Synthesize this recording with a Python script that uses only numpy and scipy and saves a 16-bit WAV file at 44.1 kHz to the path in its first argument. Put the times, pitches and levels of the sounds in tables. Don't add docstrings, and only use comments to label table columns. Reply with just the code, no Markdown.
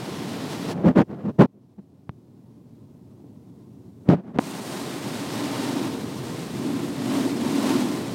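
import sys
import numpy as np
from scipy import signal
from scipy.fft import rfft, irfft, next_fast_len
from scipy.io import wavfile
from scipy.ndimage import uniform_filter1d

SR = 44100
rng = np.random.default_rng(int(sys.argv[2]) if len(sys.argv) > 2 else 0)


def dump(signal):
    limited = np.clip(np.atleast_2d(signal).T, -1, 1)
    pcm = np.round(limited * 32767).astype(np.int16)
    wavfile.write(sys.argv[1], SR, pcm)


N = 358974
TIME = np.arange(N) / SR


def from_db(db):
    return 10 ** (np.asarray(db) / 20)


def rms_one(x):
    return x / np.sqrt(np.mean(x ** 2) + 1e-20)


def in_time(rows):
    time_s, value = np.transpose(rows)
    return np.interp(TIME, time_s, value)


def noise():
    return rng.standard_normal(N)


def colour(x, spectrum):
    size = next_fast_len(N + 8192)
    hz, db = np.transpose(spectrum)
    bins_hz = np.maximum(np.fft.rfftfreq(size, 1 / SR), 1)
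    gain = from_db(np.interp(np.log(bins_hz), np.log(hz), db))
    return irfft(rfft(x, size) * gain, size)[:N]


def butter(x, hz, kind, order):
    sos = signal.butter(order, min(hz, .45 * SR), kind, fs=SR, output="sos")
    return signal.sosfilt(sos, x)


def drift(corner_hz):
    step = 40
    pole = np.exp(-2 * np.pi * corner_hz * step / SR)
    control = rng.standard_normal(N // step + 2002)
    slow = signal.lfilter([1], [1, -2 * pole, pole * pole], control)[2000:]
    return np.interp(np.arange(N) / step, np.arange(len(slow)), rms_one(slow))


def resonate(x, modes):
    out = 0
    for k, (hz, width_hz, level_db) in enumerate(modes):
        radius = np.exp(-np.pi * width_hz / SR)
        poles = [1, -2 * radius * np.cos(2 * np.pi * hz / SR), radius * radius]
        gain = (-1) ** k * from_db(level_db) * (1 - radius * radius) / 2
        out = out + gain * signal.lfilter([1, 0, -1], poles, x)
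    return out


def impacts(per_s, spread_db):
    sizes = from_db(spread_db * np.minimum(rng.exponential(1, N), 4))
    signed = sizes * rng.choice([-1, 1], N)
    return rms_one(signed * (rng.random(N) < per_s / SR)) + 1e-18


def steady(x, window_s):
    power = uniform_filter1d(x ** 2, max(int(window_s * SR), 2))
    return x / np.sqrt(np.abs(power) + 1e-12)


# pitch_hz, width_hz, level_db
PANEL_MODES = [(200, 16, -9.5), (238.4, 18.7, -1.5), (274.4, 13.8, 2.5), (294.9, 20.5, -1.5), (353, 19, -6),
               (467, 16, -23), (574, 53, -23.5)]
# time_s, level_db
BRUSH_PRESSURE = [(0, -39), (0.3, -34.5), (0.72, -35.5), (4.43, -33), (5.35, -31.5), (5.44, -25),
                  (5.53, -28.5), (5.77, -24.5), (6.07, -34), (6.48, -40.5), (6.68, -25), (6.95, -30),
                  (7.17, -21), (7.39, -26.5), (7.48, -23), (7.74, -20), (7.93, -27), (8.12, -34.0)]
DRUMMING_DB = -0.5
FLAP_CORNER_HZ, FLAP_DB = 22, 2


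def brush_drumming(brush_db, flap):
    slaps = impacts(per_s=900, spread_db=2.0) * from_db(FLAP_DB * flap)
    drumming = steady(resonate(slaps, PANEL_MODES), window_s=0.11)
    return from_db(brush_db + DRUMMING_DB) * drumming


# start_s, peak_db
HARD_SLAPS = [(5.753, -16.5), (6.649, -18.5), (7.205, -39), (7.601, -26), (7.786, -19), (8.005, -21)]


def hard_slaps():
    blow = resonate(signal.unit_impulse(N), PANEL_MODES)[:SR // 4]
    blow = blow / np.abs(blow).max()
    out = np.zeros(N)
    for start_s, peak_db in HARD_SLAPS:
        start = int(start_s * SR)
        out[start:start + len(blow)] += from_db(peak_db) * blow[:N - start]
    return out


# freq_hz, density_db
SHEET_SPECTRUM = [(200, -44), (330, 9), (420, 4.5), (520, -1.5), (750, 1.5), (1100, -2), (1500, -10),
                  (2200, -11.5), (4000, -13.5), (8000, -48)]
# pitch_hz, width_hz, level_db
GLASS_MODES = [(538, 110, -2.5), (641, 94, 0.5), (760, 110, -7.5), (906.6, 15, 2.5), (1040, 26, 0),
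               (1240, 230, -13), (1920, 170, -14.5)]
SHEET_DB = 2.5
SHEET_FROM_BRUSH = 0.12
PANES_DB = -5.5


def water_sheet(flow_db, brush_db):
    sheet_db = SHEET_DB + flow_db + SHEET_FROM_BRUSH * (brush_db - flow_db)
    running = rms_one(colour(impacts(per_s=5000, spread_db=3.0), SHEET_SPECTRUM))
    panes = rms_one(resonate(impacts(per_s=3000, spread_db=2.5), GLASS_MODES))
    return from_db(sheet_db) * (running + from_db(PANES_DB) * panes)


# freq_hz, density_db
DROP_SPECTRUM = [(600, -12.5), (1400, 2.5), (2300, 0.5), (3000, 0), (3900, 1), (5200, -1), (7000, -6.5),
                 (8800, -8.5), (10500, -11), (15800, -19.5)]
# time_s, level_db
MIST_LEVEL = [(.7, -16), (4.43, -4), (5.6, -9.5), (6.4, -6.5), (8.1, -7.5)]
# freq_hz, density_db
MIST_SPECTRUM = [(2000, -19), (5000, -4.5), (7000, 0.5), (8900, 2.5), (10500, -6.5), (13000, -6),
                 (15800, -12)]
DROPS_DB = -0.13


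def spray(flow_db):
    drops = rms_one(colour(noise() + impacts(per_s=7000, spread_db=1.5), DROP_SPECTRUM))
    mist = rms_one(colour(noise(), MIST_SPECTRUM))
    drops = drops * from_db(.55 * drift(35))
    mist = mist * from_db(in_time(MIST_LEVEL) + 0.79 * drift(45))
    return from_db(flow_db + DROPS_DB) * (drops + mist)


# time_s, level_db
WATER_FLOW = [(0, -41.5), (0.45, -40.5), (0.52, -38), (0.58, -42), (0.7, -37.5), (4.43, -39.5),
              (4.82, -36.5), (4.97, -38.5), (5.65, -36.5), (5.82, -38), (5.98, -44.5), (6.55, -44.0),
              (7.0, -43.5), (7.17, -36.5), (7.36, -42), (7.68, -34.5), (7.9, -40.0), (8.12, -42.5)]


def water(brush_db, flap):
    flow_db = in_time(WATER_FLOW)
    return (water_sheet(flow_db, brush_db) + spray(flow_db)) * from_db(0.8 * flap)


# freq_hz, density_db
RUMBLE_SPECTRUM = [(20, -44), (45, -41), (65, -25), (85, -12.5), (120, 1.5), (150, 2), (200, 1.5),
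                   (300, -7.5), (450, -4), (900, -45.5)]
RUMBLE_DB = -33


def machinery_rumble():
    return from_db(RUMBLE_DB) * steady(colour(noise(), RUMBLE_SPECTRUM), window_s=0.21)


def wash():
    brush_db = in_time(BRUSH_PRESSURE)
    flap = drift(FLAP_CORNER_HZ)
    brush = brush_drumming(brush_db, flap) + hard_slaps()
    return brush + water(brush_db, flap) + machinery_rumble()


# time_s, share_0_to_1
PORT_COVER = [(.715, 0.2), (.74, 0.94), (.78, 0.95), (.95, 1), (4.39, 1), (4.405, 0.04)]
# freq_hz, gain_db
FINGER_PASS = [(30, -12), (80, -4), (140, -13), (220, -13.5), (320, -18), (500, -22.5), (1000, -29),
               (1700, -36), (3700, -36), (6000, -34.5), (15000, -36)]


def muffle(x):
    cover = np.clip(in_time(PORT_COVER), 0, 1)
    return (1 - cover) * x + cover * colour(x, FINGER_PASS)


# freq_hz, density_db
RASP_SPECTRUM = [(25, -25), (90, -9), (150, 7), (280, -1), (400, -1.5), (580, -5), (850, -11), (1250, -18),
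                 (1850, -25), (2700, -32), (4100, -39.5), (6500, -48.5), (11000, -59), (15800, -59.5)]
# middle_s, length_s, level_db, rasp_db (re thud)
RUB_STROKES = [(0.782, 0.3, -30, -2), (0.847, 0.019, -20, -5.5), (0.873, 0.039, -13, -5),
               (0.903, 0.03, -19.5, -3.5), (0.974, .033, -14.5, -1.5), (1.004, 0.039, -14.5, 4),
               (1.03, 0.015, -24, -19), (1.115, 0.065, -32.5, -3), (1.195, 0.14, -36, -2),
               (1.25, 0.023, -30.5, -14), (1.281, 0.057, -21.5, -7.5), (1.35, 0.032, -49.5, -6),
               (1.403, 0.025, -5, -2.5), (1.424, 0.031, -11.5, 10.5), (1.45, 0.019, -5.5, -5),
               (1.562, 0.056, -39, -18), (1.792, 0.024, -28, -15), (4.081, 0.057, -36, -4.5),
               (4.099, .02, -7.5, -6), (4.122, 0.049, -10, 1), (4.151, .015, -18, -17),
               (4.172, 0.078, -24.5, -6.5), (4.28, 0.09, -31.5, -5.5), (4.364, 0.041, -24, -1.5)]


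def rubs():
    trapped_air = resonate(noise(), [(183.0, 67, 0)])
    thud = steady(butter(trapped_air, 380, "low", order=2), window_s=0.01)
    catches = noise() + impacts(per_s=700, spread_db=0.5)
    rasp = steady(colour(catches, RASP_SPECTRUM), window_s=0.018)
    out = np.zeros(N)
    for middle_s, length_s, level_db, rasp_db in RUB_STROKES:
        near = np.abs(TIME - middle_s) < length_s + .05
        stroke = np.exp(-np.abs(2 * (TIME[near] - middle_s) / length_s) ** 3)
        rub = thud[near] + from_db(rasp_db) * rasp[near]
        out[near] += from_db(level_db) * stroke * rub
    return butter(out, 120, "high", order=2)


# start_s, level_db, pitch_hz (trapped air), t60_s, snap_db (re swing), snap_hz, treble_edge_hz
PORT_POPS = [(2.0934, -11.5, 135, 0.03, -3.5, 1000, 4480), (3.243, -34, 300, .037, -8, 810, 1400),
             (4.0897, 9.5, 193, 0.046, -16.5, 810, 5000), (4.361, -9, 200, 0.013, -21, 900, 7000),
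             (4.376, -14.5, 208, .025, -6, 900, 3034), (4.3873, 4, 260, 0.018, -3.5, 730, 10150),
             (4.3913, -0.5, 260, 0.009, 4, 770, 2180)]
DUCT_HZ, DUCT_DECAY_S = 2180, 0.00013
SNAP_DECAY_S = 0.00081


def pops():
    out = np.zeros(N)
    t = np.arange(SR // 8) / SR
    duct = np.sin(2 * np.pi * DUCT_HZ * t) * np.exp(-t / DUCT_DECAY_S)
    for start_s, level_db, pitch_hz, t60_s, snap_db, snap_hz, treble_edge_hz in PORT_POPS:
        start = int(start_s * SR)
        swing = np.sin(2 * np.pi * pitch_hz * t) * from_db(-60 * t / t60_s)
        snap = np.sin(2 * np.pi * snap_hz * t) * np.exp(-t / SNAP_DECAY_S)
        pressure = swing + from_db(snap_db) * (duct - snap)
        pressure = butter(pressure, treble_edge_hz, "low", order=2)
        leaked = butter(pressure, .6 * pitch_hz, "high", order=2)
        out[start:start + len(t)] -= from_db(level_db) * leaked
    return out


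MIC_HISS_DB = -73


def mic_hiss():
    return from_db(MIC_HISS_DB) * noise()


def scene():
    return (muffle(wash()) + rubs() + pops() + mic_hiss())[None]


LIMIT_DB, LIMIT_SMOOTH_S, LIMIT_RECOVERY_S = -2.5, 0.004, 0.97


def limiter(x):
    over_db = np.maximum(20 * np.log10(np.abs(x) + 1e-9) - LIMIT_DB, 0)
    fading = np.exp(-TIME / LIMIT_RECOVERY_S)
    cut_db = np.maximum.accumulate(over_db / fading, axis=-1) * fading
    return x * from_db(-uniform_filter1d(cut_db, max(int(LIMIT_SMOOTH_S * SR), 1)))


CEILING, CUTOFF_HZ = .75, 15900


def record(dry):
    held = limiter(dry)
    rounded = held / (1 + (held / CEILING) ** 8) ** (1 / 8)
    low_pass = signal.ellip(12, .1, 80, CUTOFF_HZ, fs=SR, output="sos")
    return signal.sosfilt(low_pass, rounded)


dry = scene()
out = record(dry)
dump(out)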